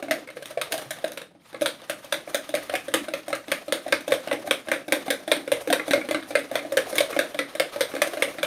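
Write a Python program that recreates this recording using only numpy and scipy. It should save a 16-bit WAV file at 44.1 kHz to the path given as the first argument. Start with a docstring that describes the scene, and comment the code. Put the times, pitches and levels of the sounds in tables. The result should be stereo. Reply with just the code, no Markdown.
"""In a kitchen, a wire whisk beats eggs in a tilted plastic bowl, about five turns a second, close to a two-port microphone.
The wires slap the wall (noise bursts and ringing tones) and bounce, so the bowl booms (low ringing tones).
They drag through the egg throughout (uneven filtered noise and tiny wet tones); each contact also pushes
the table (low tones). The kitchen answers with fading noise, over a faint hum of steady noise."""
import sys
import numpy as np
from scipy import signal
from scipy.fft import rfft, irfft, next_fast_len
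from scipy.io import wavfile
from scipy.ndimage import uniform_filter1d, map_coordinates

SR = 44100
rng = np.random.default_rng(int(sys.argv[2]) if len(sys.argv) > 2 else 0)


def wav_record(signal):
    """Record a signal, one row per channel, as 16-bit PCM in the file named by sys.argv[1]."""
    frames = np.transpose(np.atleast_2d(signal))
    bounded = np.clip(frames, -1, 1)
    # unit amplitude maps onto the largest positive 16-bit level
    quanta = np.round(bounded * 32767).astype(np.int16)
    wavfile.write(sys.argv[1], SR, quanta)


N = 373086  # length [samples]


def amp(db):
    """Turn decibels into a plain multiplier."""
    return 10 ** (np.asarray(db) / 20)


def unit(x):
    """Scale a sound to an average (RMS) size of 1."""
    return x / np.sqrt(np.mean(x ** 2) + 1e-20)


def along(points, hz):
    """Read a curve of (frequency, value) points on a log frequency axis."""
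    f, v = np.transpose(points)
    return np.interp(np.log(hz + 1), np.log(f + 1), v)


def filtered(x, response):
    """Multiply the spectrum of x by a complex response of frequency."""
    size = next_fast_len(N + 8192)
    return irfft(rfft(x, size) * response(np.fft.rfftfreq(size, 1 / SR)), size)[..., :N]


def causal(points):
    """Make a short minimum-phase filter of energy 1: its colour arrives as early as possible."""
    size = 2048
    curve = amp(along(points, np.fft.rfftfreq(size, 1 / SR)))
    cepstrum = irfft(np.log(curve + 1e-6))
    # folding the second half onto the first gives minimum phase
    cepstrum[1:size // 2] *= 2
    cepstrum[size // 2 + 1:] = 0
    h = irfft(np.exp(rfft(cepstrum)))[:size // 2]
    return h / np.linalg.norm(h)


def coloured(x, points):
    """Give noise the colour drawn by the points."""
    return signal.fftconvolve(x, causal(points)[None], axes=1)[:, :N]


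def add(bus, s, sound):
    """Mix a short sound into the bus at s seconds."""
    i = max(round(s * SR), 0)
    bus[:, i:i + sound.shape[1]] += sound


def ring(modes, rise, spread_db, detune, lift_db=lambda hz: 0, punch=0, punch_s=0.0008):
    """One blow: every mode at a new strength, slightly retuned by grip and egg, in two versions."""
    t = np.arange(SR // 10) / SR
    hz, db, t60 = np.transpose(modes)[:, :, None]
    hz = hz * (1 + detune * rng.standard_normal(hz.shape))
    t60 = t60 * np.exp(.25 * rng.standard_normal())  # egg damps each spot differently
    shared = rng.standard_normal((len(hz), 1))
    own = rng.standard_normal((2, len(hz), 1))
    size = amp(db + lift_db(hz) + spread_db * (shared + .5 * own) - 60 * t / t60)
    sign = rng.choice([-1, 1], size=(2, len(hz), 1))
    # the struck spot empties fast
    shape = (1 - np.exp(-t / rise)) ** 2 * (1 + punch * np.exp(-t / punch_s))
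    sound = (sign * size * np.sin(2 * np.pi * hz * t)).sum(1) * shape
    return sound / np.abs(sound).max(1, keepdims=True)


def burst(snap_t60, scatter_t60, scatter_db, count=9):
    """Noise: the first wire snaps, the others land unevenly after it; an echo across the bowl colours each spot."""
    t = np.arange(SR // 12) / SR
    late = t - .003 - rng.exponential(0.017, size=(count, 1))  # time since each later wire landed [s]
    sizes_db = rng.uniform(-6, 6, size=(count, 1))
    others = (late > 0) * amp(sizes_db - 60 * np.abs(late) / .007)
    snap = amp(-60 * t / snap_t60)
    scatter = amp(scatter_db - 60 * t / scatter_t60) * (.5 + others.sum(0))
    sound = (snap + scatter) * (1 - np.exp(-t / 0.00046)) * rng.standard_normal((2, len(t)))
    across = rng.integers(5, 40)  # echo delay [samples]
    return sound + .5 * np.pad(sound, ((0, 0), (across, 0)))[:, :len(t)]


# wires meeting the wall: (time [s], slap level [dB], treble level over the slap [dB],
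# knock level [dB], central knock pitch [Hz], whole-shell ring level [dB])
HITS = [(0.0259, -27, -15, -26.5, 587, -30), (0.0835, -27.5, -27, -28, 665, -33),
        (0.1097, -11.5, -12.5, -13.5, 630, -25.5), (0.2742, -33, -14, -39, 501, -57),
        (0.2877, -27.5, -32, -37.5, 544, -60), (0.302, -32.5, -15, -36, 590, -45),
        (0.3691, -28, -22, -27.5, 512, -43), (0.4245, -32.5, -8, -33.5, 568, -52),
        (0.4567, -26, -10.5, -45, 636, -46), (0.5082, -34, -22, -30, 587, -56),
        (0.5744, -26, -20, -15, 569, -46), (0.6141, -14.5, -13, -28, 610, -42),
        (0.7216, -19, -2, -29, 620, -36), (0.7405, -23, -9, -21, 656, -37.5),
        (0.7784, -29.5, -0.5, -25.5, 630, -53), (0.8157, -32, -8, -34, 660, -40),
        (0.9068, -22, -6.5, -26, 608, -43), (0.9864, -35, -10, -39, 670, -50),
        (1.042, -21, -13, -15.5, 549, -29.5), (1.0784, -35.5, -5, -33, 600, -51),
        (1.119, -33, -1.5, -36, 550, -53), (1.174, -20.5, -15.5, -29.5, 545, -46),
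        (1.2161, -30.5, -13, -33, 541, -49), (1.3494, -56, -19, -49, 576, -47),
        (1.529, -36.5, -15, -44, 604, -37), (1.5457, -26.5, -27, -28, 553, -38),
        (1.6111, -27, -8, -29, 610, -26.5), (1.6189, -20, -7.5, -12.5, 585, -29),
        (1.659, -10, -12.5, -20, 558, -51), (1.8177, -35, -15, -35, 530, -49),
        (1.8967, -13.5, -13, -19, 606, -34), (2.0453, -41.5, 1, -33.5, 580, -44),
        (2.124, -14, -9, -19, 588, -38), (2.1418, -20.5, -13, -27, 570, -33),
        (2.2766, -29.5, -27, -27, 590, -40), (2.3452, -11, -10, -15.5, 573, -29.5),
        (2.4917, -29, -5, -28.5, 610, -34), (2.5407, -19.5, -13.5, -13.5, 583, -35),
        (2.551, -17.5, -8.5, -31, 600, -31), (2.5704, -24, -17, -42, 615, -41),
        (2.6263, -33, -19, -52, 603, -52), (2.6961, -21, -18, -22, 592, -40),
        (2.7382, -17.5, -18, -15.5, 597, -30), (2.7529, -14.5, -12.5, -39, 630, -35),
        (2.8825, -29, -11, -23, 550, -34), (2.9392, -4, -12.5, -13.5, 560, -20.5),
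        (3.0426, -30.5, -37, -41, 644, -55), (3.0839, -27, -12.5, -24, 608, -34),
        (3.1371, -15, -15.5, -20.5, 568, -32.5), (3.2818, -25, -8, -25, 583, -35.5),
        (3.3045, -30, -11, -27, 625, -37), (3.3285, -11.5, -26, -15.5, 573, -37),
        (3.3515, -23.5, -7.5, -48, 603, -36.5), (3.482, -28.5, -12.5, -32, 556, -31),
        (3.5169, -10, -14.5, -15.5, 562, -29), (3.6815, -29, -13, -24, 577, -33),
        (3.7233, -8, -13, -14.5, 555, -30.5), (3.8653, -32, -16, -22.5, 603, -33),
        (3.8798, -26, -13, -27, 587, -35), (3.924, -6.5, -17.5, -13, 550, -26.5),
        (4.0073, -34, -7, -45, 587, -43), (4.0793, -24, -8, -19, 563, -27.5),
        (4.107, -27, -9, -22, 573, -37), (4.1204, -9, -17, -10.5, 540, -26.5),
        (4.1386, -20, -11, -21, 580, -36), (4.2745, -25, -12, -22, 614, -28.5),
        (4.313, -10, -31, -13, 559, -32), (4.328, -20, -10.5, -31, 670, -22.5),
        (4.3886, -49, -20, -33, 597, -39), (4.447, -47, -22, -29, 590, -42),
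        (4.4736, -25, -12, -24, 664, -30), (4.5095, -7, -13.5, -14.5, 545, -25),
        (4.6716, -29, -29, -32, 610, -38), (4.6848, -23.5, -16, -24.5, 570, -28.5),
        (4.716, -8.5, -17.5, -17, 544, -28), (4.7363, -20, -18, -44, 501, -41),
        (4.7615, -25, -23, -24.5, 550, -50), (4.8812, -29.5, -9, -26.5, 578, -29.5),
        (4.9225, -7.5, -12, -12.5, 561, -20), (5.0808, -23.5, -16, -21.5, 648, -27),
        (5.1034, -8, -12.5, -15, 533, -29.5), (5.2777, -24, -9, -20.5, 635, -29),
        (5.3162, -4.5, -17, -10.5, 544, -27), (5.365, -23, -12, -44, 543, -27),
        (5.477, -24, -16, -22, 535, -33), (5.5176, -9.5, -13.5, -7.5, 547, -26),
        (5.6745, -22.5, -11, -20, 510, -26), (5.7019, -19, -9.5, -14.5, 683, -20),
        (5.7273, -4, -15, -11, 536, -32), (5.7966, -12.5, -47, -28, 500, -33.5),
        (5.88, -23.5, -10, -21, 543, -27), (5.9086, -15, -10.5, -24, 662, -18.5),
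        (5.9339, -7.5, -15.5, -7, 569, -26), (5.9773, -23, -27, -20, 586, -22),
        (6.0136, -21, -41, -33, 633, -45), (6.0484, -36.5, -9, -29, 563, -37),
        (6.088, -18, -19, -26, 494, -26), (6.1106, -16.5, -10.5, -17.5, 597, -28),
        (6.1456, -11.5, -24.5, -22, 608, -23.5), (6.226, -27, -23, -52, 638, -48),
        (6.3071, -22.5, -17, -25, 602, -32.5), (6.353, -6.5, -21.5, -11, 557, -32),
        (6.3914, -30, -5, -47, 608, -36), (6.5141, -27.5, -8, -20, 560, -30),
        (6.5547, -11.5, -15.5, -14, 568, -32), (6.5914, -21, -26, -29, 550, -35),
        (6.6505, -31, -23, -25.5, 627, -35), (6.7216, -25, -9.5, -17.5, 566, -33),
        (6.7705, -12.5, -8, -9.5, 536, -31), (6.778, -12, -40, -22, 570, -26.5),
        (6.9282, -28, -10, -17.5, 497, -30), (6.9553, -26.5, 1, -34, 543, -35),
        (6.982, -7.5, -11, -23.5, 503, -26.5), (7.005, -11, -12.5, -10.5, 556, -35),
        (7.1281, -21, -25, -30.5, 496, -32), (7.1642, -18.5, -19, -15.5, 570, -23.5),
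        (7.1901, -8, -15.5, -12, 567, -28), (7.3449, -26.5, -14, -24, 604, -37),
        (7.3898, -11, -19, -19.5, 522, -28.5), (7.5517, -25.5, -9.5, -22, 590, -34.5),
        (7.5977, -8.5, -12.5, -9, 583, -29.5), (7.7608, -24, -14, -21, 574, -30),
        (7.8076, -8.5, -12, -13, 540, -31), (7.9161, -28, -29, -46, 613, -43),
        (7.9383, -25, -24, -28, 550, -24.5), (7.9518, -23.5, -11, -23.5, 518, -37),
        (7.9648, -20.5, -22, -22, 550, -44), (8.018, -6, -13, -13, 598, -27),
        (8.0737, -26, -7, -30, 530, -34), (8.134, -28.5, -10, -25, 581, -42),
        (8.1714, -24.5, -17, -22, 600, -32), (8.2225, -6.5, -18, -16, 552, -27),
        (8.2784, -30.5, -21, -25, 535, -37), (8.3845, -23.5, -18, -26, 610, -32),
        (8.4303, -9.5, -16, -13, 555, -39)]
# bending tones of the wall, before scatter: (frequency [Hz], level [dB], time to fall 60 dB [s])
WALL_TONES = [(1131, -10.5, 0.08), (1307, -10, 0.14), (1412, -4.5, 0.03), (1592, -1, 0.017),
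              (1690, -10, 0.1), (1889, -4.5, 0.023), (2105, -4.5, 0.12), (2187, -0.5, 0.036),
              (2350, -4, 0.055), (2530, -8, 0.024), (3600, 0.5, 0.016), (3700, -12.5, 0.0087),
              (3810, -5.5, 0.012), (4320, -23, 0.01)]
# colour of steel on plastic: (frequency [Hz], relative level [dB per Hz])
CRACK_COLOUR = [(530, -73), (900, -10), (1380, -15.5), (1560, 1), (2090, -8.5), (2840, -8.5), (3680, -5.5),
                (7000, -31.5), (9100, -12), (15400, -120)]
# colour of wires clashing, also used for froth hiss: (frequency [Hz], relative level [dB per Hz])
FIZZ_COLOUR = [(2940, -28.5), (5000, -4), (6440, -2), (7600, -9), (9210, 1.5), (10600, -3.5), (12700, -4),
               (15000, -11.5)]
UPPER_DB, USUAL_TREBLE_DB = -7, -15  # upper wall tones at the usual treble level
UPPER_SCATTER_DB = 2.5
DAMP_S, DAMPED_DB = 0.028, -10  # how soon egg closes over the struck wall; the share of ring it leaves


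def strikes():
    """Every contact cracks and rings the wall; a brighter slap also rings the upper tones more."""
    tones, crack, fizz = np.zeros((3, 2, N + SR))
    snap_t60 = .007
    t = np.arange(SR // 10) / SR
    damp = amp(DAMPED_DB) + np.exp(-(t / DAMP_S) ** 2)
    for s, db, treble_db, *_ in HITS:
        upper_db = UPPER_DB + treble_db - USUAL_TREBLE_DB + UPPER_SCATTER_DB * rng.standard_normal()
        wall = ring(WALL_TONES, rise=0.00019, spread_db=4.5, detune=0.028, punch=0.31,
                    lift_db=lambda hz: (hz > 2700) * (upper_db + 7))
        add(tones, s, amp(db - 3) * damp * wall)
        add(crack, s, amp(db + 0.44 * upper_db + 2.0) * burst(snap_t60, 0.087, scatter_db=-9.5))
        add(fizz, s, amp(db + treble_db + 6.5) * burst(snap_t60, 0.059, scatter_db=-8.5))
    return tones[:, :N] + coloured(crack[:, :N], CRACK_COLOUR) + coloured(fizz[:, :N], FIZZ_COLOUR)


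# tones of the whole shell breathing, before scatter: (frequency [Hz], level [dB], time to fall 60 dB [s])
SHELL_TONES = [(243.4, -12.5, 0.14), (283.6, -8, 0.35), (318.4, 0.5, 0.14), (336.3, -17, 0.48),
               (810, -8.5, 0.13)]
# the bowl's knock, whose pitch shifts with tilt and egg, before scatter:
# (ratio to its central pitch, level [dB], time to fall 60 dB [s])
KNOCK_TONES = [(.84, -12.5, 0.017), (0.931, -10.5, 0.064), (1, 2.5, 0.075), (1.08, -6, 0.036),
               (1.201, -11.5, 0.072)]
REBOUND_S, REBOUND_DB = .022, -18  # typical wait between the wires' rebounds; typical change of knock at each
PRESS_S, AFTER_DB = .011, -13.5  # wires press this long, then damp the knock to about this level
SOFT_LEAD_S = .0001  # a soft slap lags its knock [s per dB]


def bumps():
    """The bowl's knock swells while the wires press, then drops, over a ringing shell;
    the springy wires rebound and knock it again."""
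    bus = np.zeros((2, N + SR))
    t = np.arange(SR // 10) / SR
    press = amp(AFTER_DB) + np.exp(-(t / PRESS_S) ** 3)
    for s, slap_db, _, knock_db, hz, shell_db in HITS:
        waits = np.cumsum(REBOUND_S * rng.uniform(0.5016, 1.5, size=2))
        tuned = KNOCK_TONES * np.array([hz, 1, 1])
        for k, wait in enumerate([0, *waits]):
            knock = press * ring(tuned, rise=.004, spread_db=5.5, detune=0.012)
            # only the rebounds vary at random in level
            level_db = knock_db + k * REBOUND_DB + 2.8 * (k > 0) * rng.standard_normal()
            add(bus, s + wait + SOFT_LEAD_S * slap_db, amp(level_db) * knock)
        add(bus, s, amp(shell_db) * ring(SHELL_TONES, rise=0.0006, spread_db=3.5, detune=0.015))
    return bus[:, :N]


def clumps(db):
    """A random level that wanders smoothly, with a new target every 700 samples."""
    targets = rng.standard_normal(N // 700 + 4)
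    return amp(db * map_coordinates(targets, [np.arange(N) / 700]))


def body(modes):
    """How a rubbed body answers: resonances about six times broader than when struck."""
    def response(f):
        total = 0
        for k, (hz, db, t60) in enumerate(modes):
            drive = (-1) ** k * amp(db) * 1j * f * (2.2 / t60)
            total = total + drive / (hz * hz - f * f + 1j * f * 13.3 / t60)
        return total
    return response


# wires dragging through egg along the wall, before fixed trims in the mix:
# (time [s], rasp level [dB], shell rumble level over the rasp [dB])
DRAG_LEVELS = [(0, -51.5, 14.5), (.2, -49, 8), (.27, -56.5, -7), (.41, -49.5, 5), (.46, -41.5, -5),
               (.56, -49.5, -5), (.76, -44, 14), (.88, -48.5, -5), (1.11, -49, 4), (1.25, -56, 3),
               (1.34, -71, 9), (1.44, -51.5, -9), (1.52, -50, -10), (1.72, -48.5, -1.5),
               (2.94, -43.5, -7.5), (3.37, -49.5, -0.5), (3.89, -44.5, 1), (4.4, -46, 2.5), (4.76, -47, 0),
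               (5.6, -45, 3), (6, -42, 0), (6.6, -45, 2), (7.12, -39, 4.5), (7.42, -47.5, 0),
               (8.13, -41.5, 4), (8.46, -41, 1.5)]
# colour of the rasp: (frequency [Hz], relative level [dB per Hz])
RASP_COLOUR = [(470, -10.5), (800, -4.5), (995, -2.5), (1280, 2.5), (1390, -5), (1680, -2), (2770, -6),
               (3880, -5.5), (7000, -21), (9100, -62), (15400, -120)]
USUAL_RASP_DB = -46
HISS_DB, HISS_GROWS = -7.5, 1.42  # froth hiss over the usual rasp; growth [dB per dB of rasp]


def drag():
    """Wires stick and slip: uneven rasp and wet ticks on a froth hiss, shaking wall and shell."""
    s, *levels = np.transpose(DRAG_LEVELS)
    rasp_db, rumble_db = [np.interp(np.arange(N) / SR, s, level) for level in levels]
    hiss_db = USUAL_RASP_DB + HISS_DB + HISS_GROWS * (rasp_db - USUAL_RASP_DB)
    pressure = clumps(4.5)  # shared by all the rubbing sounds

    def rub():
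        return pressure * clumps(2.43) * rng.standard_normal((2, N))

    scrape = unit(coloured(rub(), RASP_COLOUR))
    wall = unit(filtered(rub(), body(WALL_TONES)))
    rasp = scrape + amp(-14.0) * wall
    knock = KNOCK_TONES * np.array([570, 1, 1]) + [0, 6.5, 0]  # tuned to 570 Hz, 6.5 dB up
    rumble = unit(filtered(rub(), body(np.vstack([SHELL_TONES, knock]))))
    hiss = unit(coloured(rub(), FIZZ_COLOUR))
    ticks = drops(rasp_db - 7.5, per_second=350, lowest_hz=1420, cycles=7.9)
    return (amp(rasp_db - 2.5) * rasp + amp(rasp_db + rumble_db - 3.5) * rumble
            + amp(hiss_db) * hiss + ticks)


def drops(level_db, per_second, lowest_hz, cycles):
    """Wet ticks and bursting froth: short damped tones of scattered pitch and size."""
    count = int(per_second * N / SR)
    when, pitch, size, side = rng.random((count, 4)).T
    t = np.arange(SR // 200) / SR
    f = lowest_hz * 8 ** pitch[:, None]  # spread over three octaves
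    start = (when * N).astype(int)
    size_db = level_db[start] + 14 * size ** 2
    tone = amp(size_db)[:, None] * np.exp(-t * f / cycles) * np.sin(2 * np.pi * f * t)
    at = (start[:, None] + np.arange(len(t))).ravel()
    weights = np.cos(2 * np.pi * side), np.sin(2 * np.pi * side)
    return np.array([np.bincount(at, (tone * w[:, None]).ravel(), N + len(t))[:N] for w in weights])


# the bowl shifts once on the table: (time [s], level [dB])
BOWL_SHIFT = (.86, -42)
THUMP_DB, USUAL_KNOCK_DB, THUMP_GROWS = -49.5, -20, 0.5  # thump at a usual knock; growth [dB per dB of knock]


def table_thump():
    """Each contact sends a soft push, a short low tone near 140 Hz, through hand and table."""
    bus = np.zeros((2, N + SR))
    t = np.arange(SR // 8) / SR
    pushes = [(s, THUMP_DB + THUMP_GROWS * (knock_db - USUAL_KNOCK_DB)) for s, _, _, knock_db, *_ in HITS]
    for s, db in pushes + [BOWL_SHIFT]:
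        hz = 140 * np.exp(0.15 * rng.standard_normal((2, 1)))
        fade = amp(db - 60 * t / 0.26) * (1 - np.exp(-t / 0.0028))
        add(bus, s, fade * np.sin(2 * np.pi * hz * t))
    return bus[:, :N]


# how long the room rings: (frequency [Hz], time to fall 60 dB [s])
ROOM_FADE = [(100, 1), (500, 0.22), (2000, 0.23), (8000, 0.24), (16000, 0.18)]


def kitchen(x):
    """The walls return each band's energy as fresh noise, blurred in the treble, that dies at its own speed."""
    frames = dict(fs=SR, nperseg=1024, noverlap=768)
    hz, t, spectrum = signal.stft(x, **frames)
    keep = amp(-120 * (t[1] - t[0]) / along(ROOM_FADE, hz))  # power kept per frame
    power = np.abs(spectrum).mean(0) ** 2
    blurred = np.abs(uniform_filter1d(power, size=7, axis=0))
    power = np.where(hz[:, None] > 1000, blurred, power)
    # the tail arrives two frames late
    tail = [signal.lfilter([0, 0, 1 - k], [1, -k], p) for k, p in zip(keep, power)]
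    noise = signal.stft(rng.standard_normal(x.shape), **frames)[2]
    return signal.istft(noise / np.abs(noise).mean() * np.sqrt(tail), **frames)[1][:, :N]


# colour of the quiet kitchen: (frequency [Hz], relative level [dB per Hz])
HUM_COLOUR = [(15, -47), (25, -21.5), (196, 14), (243, 9.5), (301, -26), (604, -65), (927, -31),
              (1670, -44), (2500, -28), (3180, -28), (6720, -39), (9020, -13), (15000, -41)]


def room_hum():
    """The quiet kitchen: steady noise, strongest in the bass."""
    return amp(-63.0) * unit(coloured(rng.standard_normal((2, N)), HUM_COLOUR))


# how alike left and right are: (frequency [Hz], likeness from 0 to 1)
LIKENESS = [(60, 0.81), (180, 0.98), (550, 0.85), (1650, 0.17), (4970, 0.035), (15000, 0.024)]


def ports(pair):
    """Two versions of a sound become left and right, alike in the bass."""
    def turn(hz):
        return np.arccos(np.clip(along(LIKENESS, hz), 0, 1)) / 2

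    mid, side = filtered(pair, lambda hz: np.array([np.cos(turn(hz)), np.sin(turn(hz))]))
    return np.array([mid + side, mid - side])


def scene():
    """Mix the bowl, the kitchen's answer and the hum, then place them left and right."""
    bowl = strikes() + bumps() + drag() + table_thump()
    return ports(bowl + amp(-7.5) * kitchen(bowl) + room_hum())


# colour difference of the two ports: (frequency [Hz], left minus right [dB])
PORT_TILT = [(60, 2), (130, -1.5), (290, 0.5), (640, 3), (1410, 0), (3100, 1), (6820, 0), (15000, 4.5)]


def record(dry):
    """The ports differ a little in colour, round off the hardest peaks and lose the deepest bass and top treble."""
    def colour(hz):
        bass_cut = 1j * hz / (40 + 1j * hz)
        return amp(np.outer([.5, -.5], along(PORT_TILT, hz))) * bass_cut

    x = filtered(dry, colour)
    x = x / (1 + np.abs(x / .95) ** 4) ** (1 / 4)
    # treble slopes down above 15200 Hz and stops at 16677 Hz
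    return filtered(x, lambda hz: amp(-.02 * np.maximum(hz - 15200, 0)) * (hz < 16677))


dry = scene()
out = record(dry)
wav_record(out)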